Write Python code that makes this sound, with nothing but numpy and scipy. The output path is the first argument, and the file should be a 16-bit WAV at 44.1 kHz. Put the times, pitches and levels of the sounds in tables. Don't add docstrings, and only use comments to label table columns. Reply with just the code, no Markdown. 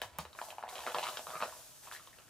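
import sys
import numpy as np
from scipy import signal
from scipy.fft import rfft, irfft
from scipy.io import wavfile

SR = 44100
rng = np.random.default_rng(int(sys.argv[2]) if len(sys.argv) > 2 else 0)


def int16_out(signal):
    q = np.round(np.clip(np.atleast_2d(signal).T, -1, 1) * 32767)
    wavfile.write(sys.argv[1], SR, q.astype(np.int16))


N = 101297

# [f/Hz, density/dB per Hz]
ROOM_TONE_SPECTRUM = [(18, -16), (40, 0), (70, 0.5), (108, 6), (193, -3), (381, -3), (447, -6), (695, -7.5),
                      (1640, -6.5), (2090, -14.5), (3000, -10), (3900, -68)]
# [f/Hz, density/dB per Hz]
AIR_SPECTRUM = [(600, -52), (1200, -6), (2200, -10), (4000, -2), (5800, 1), (6900, 2), (8500, 1),
                (12000, 0), (15000, -3.5), (16000, -25)]
# [t/s, level/dB]
AIR_FLOW = [(0, -79.5), (.17, -75.5), (.33, -72.5), (.4, -60.5), (.5, -60), (.54, -67.5), (.68, -74.5),
            (.69, -59.5), (.86, -59.5), (1.1, -55), (1.24, -59), (1.45, -58), (1.6, -61), (1.82, -64.5),
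            (1.85, -60), (1.905, -64.5), (1.94, -54.5), (1.99, -65.5), (2.1, -68), (2.3, -70.5)]
# [t/s, level/dB, brightness/dB]
FILM_PULL = [(0, -63, -3.5), (.3, -67, -5.5), (.42, -56, -12.5), (.56, -65, -8.5), (.68, -54, -11.5),
             (.84, -53.5, -2.5), (.885, -49, -6.5), (.93, -57, -6), (.965, -40.5, -12.5), (1.02, -59, 3),
             (1.04, -46.5, -4.5), (1.1, -48, -5), (1.16, -55.5, -3), (1.25, -64, -13), (1.29, -47, -7.5),
             (1.37, -52.5, -15), (1.4, -60, -11), (1.435, -46.5, -5), (1.5, -57.5, -9.5), (1.64, -69.5, -1),
             (1.82, -81, 1), (1.85, -62.5, 0), (1.9, -69.5, 0), (1.94, -63, 6.5), (2.0, -69.5, 1.5),
             (2.3, -78.5, 3)]
# [t/s, level/dB, final f/Hz]
HAND_THUMPS = [(.005, -64, 70), (0.049, -56.5, 98), (.12, -59, 72), (0.187, -43.5, 157.6),
               (0.185, -52.5, 72), (.222, -55, 189), (0.25, -57.5, 74.4), (.8, -64, 70), (0.952, -57, 152),
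               (1.0, -64, 152), (1.28, -59, 159), (1.351, -55, 159), (1.418, -55, 171)]
# [t/s, level/dB, dull f/Hz, ring f/Hz, ring level/dB, thud level/dB, dull rise/cycles]
FILM_SNAPS = [(0.0169, -33, 1690, 3050, 1, -22, 1.06), (0.0187, -30.5, 740, 2880, -22, -14, 0.49),
              (0.036, -36, 950, 3260, -17, -37, 0.86), (0.186, -30.5, 980, 2350, -11.5, -26, 0.42),
              (0.189, -25, 974, 2270, -12, -20, 0.49), (0.252, -38, 950, 2890, -5, -6, 0.6),
              (0.330, -53, 970, 3830, 7, -26, 0.62), (0.350, -45.5, 1040, 2420, -7.5, -13, 1.3),
              (0.389, -31, 1460, 2400, -14, -41, 0.7), (0.415, -28, 890, 3070, -13, -47, 0.8),
              (0.468, -47, 880, 3340, -15, -31, 1), (0.4855, -39, 775, 3170, -16, -13, 0.71),
              (0.504, -46, 835, 2900, 4.5, -33, 0.6), (0.526, -39.5, 820, 2540, -25, -20, 0.85),
              (0.583, -31.5, 834, 2380, -14.5, -36, 0.91), (0.627, -32.5, 1260, 2900, -20, -34, 0.44),
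              (0.637, -28.5, 806, 2700, -22.5, -46, 0.82), (0.679, -43, 960, 2620, -7, -30, 0.91),
              (0.689, -43.5, 990, 2990, 5.5, -30, 0.85), (0.729, -38, 710, 3500, -9.5, -16, 0.82),
              (0.755, -42, 890, 3160, 7, -20, 0.51), (0.781, -47, 564, 3130, 7, -21, 0.64),
              (0.791, -35.5, 970, 3180, -11, -36, 0.67), (0.804, -39, 990, 3570, -5, -29, 1.3),
              (0.865, -28, 750, 2060, -5.5, -19, 0.57), (0.873, -25, 1290, 2020, -18, -10, 0.66),
              (0.920, -40.5, 770, 2850, -0.5, -28, 1.1), (0.946, -22, 1020, 3300, -9, -13.5, 0.58),
              (0.964, -32, 744, 2740, -6, -12, 1.1), (0.9846, -27, 856, 2790, -3.5, -38, 0.71),
              (0.995, -34, 980, 2680, -3, -36, 0.73), (1.029, -31, 900, 2780, -4, -24, 1.1),
              (1.035, -32, 984, 3860, 0, -35, 0.91), (1.04, -38, 890, 2770, 3.5, -35, 0.61),
              (1.059, -34.5, 820, 2350, -7, -24, 0.47), (1.068, -30.5, 1280, 2800, -2.5, -27, 1.3),
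              (1.078, -33, 1380, 2980, -4, -32, 0.49), (1.087, -31.5, 1180, 2930, -6, -41, 1.2),
              (1.092, -38, 1000, 3520, 2, -29, 1.1), (1.1711, -34, 1470, 3200, 4, -10.5, 0.9),
              (1.193, -31.5, 720, 2770, -13.5, -14, 0.39), (1.269, -32.5, 1140, 3180, -12.5, -10.5, 0.78),
              (1.295, -36.5, 820, 3400, -14, -23, 0.48), (1.304, -30.5, 1060, 3300, -12, -17, 0.24),
              (1.335, -40, 1220, 2370, -26, -4, 3.2), (1.354, -34, 1250, 2380, -6, -10, 1.7),
              (1.369, -37, 1225, 2300, -7, -29, 2.5), (1.403, -32, 1310, 2370, -14, -33, 0.47),
              (1.406, -27.5, 1200, 2420, -13, -35, 0.37), (1.415, -30, 860, 3700, -6.5, -12.5, 0.47),
              (1.424, -18.5, 1096, 2480, -14, -14.5, 0.5), (1.456, -38, 1000, 2470, -15, -3, 0.46),
              (1.525, -40, 986, 2870, -17, -23, 0.94), (1.836, -51.5, 1800, 3530, -8, -27, 0.97),
              (1.860, -52, 850, 3050, -12, -22, 1.2), (1.873, -40, 1050, 3900, -13, -43, 0.85),
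              (1.914, -34, 1480, 2750, -18, -37, 0.58), (1.923, -39, 1000, 3300, -3, -30, 0.79),
              (1.935, -48, 1770, 3330, -12, -28, 2), (1.949, -42.5, 1800, 2230, -10, -35, 2.3),
              (1.963, -41, 1890, 3820, -8, -39, 1.4), (1.997, -45, 1260, 2900, -19, -36, 0.76),
              (2.073, -47, 1060, 3470, -1, -9.5, 1.1), (2.13, -52.5, 1850, 2150, -11, -24, 2.4),
              (2.141, -59, 1880, 3980, -22, -29, 1.1), (2.186, -51, 1560, 2800, 1.5, -4, 0.72),
              (2.199, -52, 1250, 2360, -7, -9, 1), (2.282, -53.5, 1680, 3560, -7, -13, 0.99)]
# [t/s, tick level/dB, puff level/dB]
FILM_CRACKS = [(.0172, -26.5, -42.5), (.1861, -20.5, -41.5), (.689, -50, -59), (0.753, -46, -55),
               (.866, -46, -47), (1.172, -46, -61)]

ROOM_TONE_DB, ROOM_TONE_SIDE_DB = -68, -1.5
AIR_TRIM_DB, AIR_FLICKER_DB, AIR_FLICKER_HZ = 6.5, 0.6, 27.0
AIR_ALIKE = 0.35

CREASES_PER_S = 900
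CREASE_TRIM_DB, CREASE_SPREAD_DB = -3, 3.5
CREASE_THUD_DB, CREASE_CYCLES = -29, 1
CREASE_LOW_HZ, CREASE_HIGH_HZ = 547.5, 1850
RING_LOW_HZ, RING_HIGH_HZ = 2235, 4340
GRIT_DB, GRIT_BAND_HZ = 13.5, [3600, 9500]

THUMP_CYCLES, THUMP_START = 1.2, 1.12

RING_CYCLES = 1.32
THUD_HZ, THUD_S = 512, 0.0011
RIP_DB, RIP_S, RIP_HALF_WIDTH_HZ = 0.5, 0.00091, 1530
FILM_LOW_HZ = 324

CRACK_S, CRACK_LOW_HZ = 0.0003, 10500
PUFF_S, PUFF_BAND_HZ = 0.024, [1300, 9000]
TICK_TAIL_DB = -14

FLUTTER_S, FLUTTER_DB, FLUTTER_CUT_HZ = 0.0081, -7.5, 4500
ROOM_DB, ROOM_T60_S, TREBLE_T60_S = -4, 0.17, 0.18
ROOM_SPLIT_HZ, ROOM_SIDE_HZ, ROOM_ONSET_S = 2500, 3570, 0.001
LEFT_LEADS_S = 0.00003
STOPBAND_HZ = 16700


def from_db(db):
    return 10 ** (np.asarray(db) / 20)


def rms_one(x):
    return x / np.sqrt(np.mean(x ** 2) + 1e-20)


def in_time(rows):
    s, *columns = np.transpose(rows)
    return [np.interp(np.arange(N) / SR, s, column) for column in columns]


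def drift(rate):
    r = np.exp(-2 * np.pi * rate / SR)
    noise = rng.standard_normal(N + SR)
    smooth = signal.lfilter([1], [1, -2 * r, r * r], noise)
    return rms_one(smooth[SR:])


def coloured(spectrum, channels):
    hz, db = np.transpose(spectrum)
    f = np.arange(N // 2 + 1) * SR / N + 1
    gain = from_db(np.interp(np.log(f), np.log(hz), db, left=-70))
    white = rng.standard_normal((channels, N))
    return rms_one(irfft(rfft(white) * gain, N))


def band(x, hz, kind, order=2):
    return signal.sosfilt(signal.butter(order, hz, kind, fs=SR, output="sos"), x)


def place(s, shapes):
    out = np.zeros(N + SR)
    starts = (s[:, None] * SR).astype(int)
    np.add.at(out, starts + np.arange(shapes.shape[1]), shapes)
    return out[:N]


def swell(t, tau):
    return t / tau * np.exp(1 - t / tau)


def microphones(x):
    n = np.arange(N)
    right = np.interp(n - LEFT_LEADS_S * SR, n, x)
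    return np.array([x, right])


def room_tone():
    mid, side = coloured(ROOM_TONE_SPECTRUM, channels=2)
    return from_db(ROOM_TONE_DB) * (mid + from_db(ROOM_TONE_SIDE_DB) * side * [[1], [-1]])


def air():
    direct, *diffuse = coloured(AIR_SPECTRUM, channels=3)
    hiss = np.sqrt(AIR_ALIKE) * microphones(direct) + np.sqrt(1 - AIR_ALIKE) * np.array(diffuse)
    flow_db = in_time(AIR_FLOW)[0]
    flicker_db = AIR_FLICKER_DB * drift(AIR_FLICKER_HZ)
    return hiss * from_db(flow_db + AIR_TRIM_DB + flicker_db)


def creases():
    level_db, bright_db = in_time(FILM_PULL)
    chance_per_sample = CREASES_PER_S * from_db(3 * drift(25)) / SR
    born = np.flatnonzero(rng.random(N) < chance_per_sample)
    s, bright_db = born / SR, bright_db[born]
    size = rng.exponential(1, len(born))
    pitch, ring = rng.random((2, len(born)))
    db = level_db[born] + CREASE_TRIM_DB + CREASE_SPREAD_DB * np.minimum(size, 3)
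    hz = CREASE_LOW_HZ * (CREASE_HIGH_HZ / CREASE_LOW_HZ) ** pitch
    ring_hz = RING_LOW_HZ * (RING_HIGH_HZ / RING_LOW_HZ) ** ring
    clicks = place(s, from_db(db + bright_db + GRIT_DB)[:, None])
    grit = band(clicks, GRIT_BAND_HZ, "band")
    thud_db = np.full(len(born), CREASE_THUD_DB)
    cycles = np.full(len(born), CREASE_CYCLES)
    return grit + snap(s, db, hz, ring_hz, bright_db, thud_db, cycles)


def thumps():
    s, db, hz = np.transpose(HAND_THUMPS)[:, :, None]
    t = np.arange(9000) / SR
    tau = THUMP_CYCLES / hz
    turns = hz * (t + (THUMP_START - 1) * tau * (1 - np.exp(-t / tau)))
    return place(s[:, 0], from_db(db) * swell(t, tau) * np.sin(2 * np.pi * turns))


def snap(s, db, hz, ring_hz, ring_db, thud_db, cycles):
    t = np.arange(500) / SR
    chance = rng.random((len(s), 2 + len(t)))
    body_phase, ring_phase = chance[:, :1], chance[:, 1:2]
    noise = 4 * chance[:, 2:] - 2
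    columns = (db, hz, ring_hz, ring_db, thud_db, cycles)
    db, hz, ring_hz, ring_db, thud_db, cycles = (v[:, None] for v in columns)
    body = swell(t, np.maximum(cycles, .3) / hz) * np.sin(2 * np.pi * (hz * t + body_phase))
    thud = from_db(thud_db) * swell(t, THUD_S) * np.sin(2 * np.pi * THUD_HZ * t)
    ring = swell(t, RING_CYCLES / ring_hz) * np.sin(2 * np.pi * (ring_hz * t + ring_phase))
    rip_noise = band(noise, RIP_HALF_WIDTH_HZ, "low") * 2 * np.cos(2 * np.pi * ring_hz * t)
    rip = from_db(RIP_DB) * swell(t, RIP_S) * rip_noise
    return place(s, from_db(db) * (body + thud + from_db(ring_db) * (ring + rip)))


def cracks():
    s, db, puff_db = np.transpose(FILM_CRACKS)[:, :, None]
    t = np.arange(5000) / SR
    noise = rng.choice([-1, 1], (len(s), len(t)))
    ticks = place(s[:, 0], from_db(db) * noise * np.exp(-t / CRACK_S))
    puffs = place(s[:, 0], from_db(puff_db) * noise * np.exp(-t / PUFF_S))
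    return band(ticks, CRACK_LOW_HZ, "high", order=4), band(puffs, PUFF_BAND_HZ, "band", order=1)


def flutter(x):
    f = np.arange(N + 1) * SR / (2 * N)
    delay = np.exp(-2j * np.pi * f * FLUTTER_S)
    loop = from_db(FLUTTER_DB) / (1 + 1j * f / FLUTTER_CUT_HZ) * delay
    return irfft(rfft(x, 2 * N) / (1 - loop))[:N]


def room(x):
    t = np.arange(SR // 2) / SR
    white = rng.standard_normal((2, len(t)))
    low = band(white, ROOM_SPLIT_HZ, "low", order=1)
    low_tail = low * from_db(-60 * t / ROOM_T60_S)
    treble_tail = (white - low) * from_db(-60 * t / TREBLE_T60_S)
    mid, side = low_tail + treble_tail
    side = band(side, ROOM_SIDE_HZ, "high", order=1)
    tail = np.array([mid + side, mid - side]) * (1 - np.exp(-t / ROOM_ONSET_S))
    tail = tail / np.sqrt(np.sum(mid ** 2))
    return from_db(ROOM_DB) * signal.fftconvolve(x[None], tail, axes=1)[:, :N]


def scene():
    film = np.array([snap(*np.transpose(FILM_SNAPS)), creases()])
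    snaps, small = band(film, FILM_LOW_HZ, "high")
    ticks, puffs = cracks()
    direct = flutter(snaps + small + puffs) + thumps()
    tails = room(snaps) + room(small + puffs + from_db(TICK_TAIL_DB) * ticks)
    return microphones(direct) + ticks + tails + air() + room_tone()


def record(dry):
    return signal.sosfilt(signal.cheby2(12, 60, STOPBAND_HZ, fs=SR, output="sos"), dry)


dry = scene()
out = record(dry)
int16_out(out)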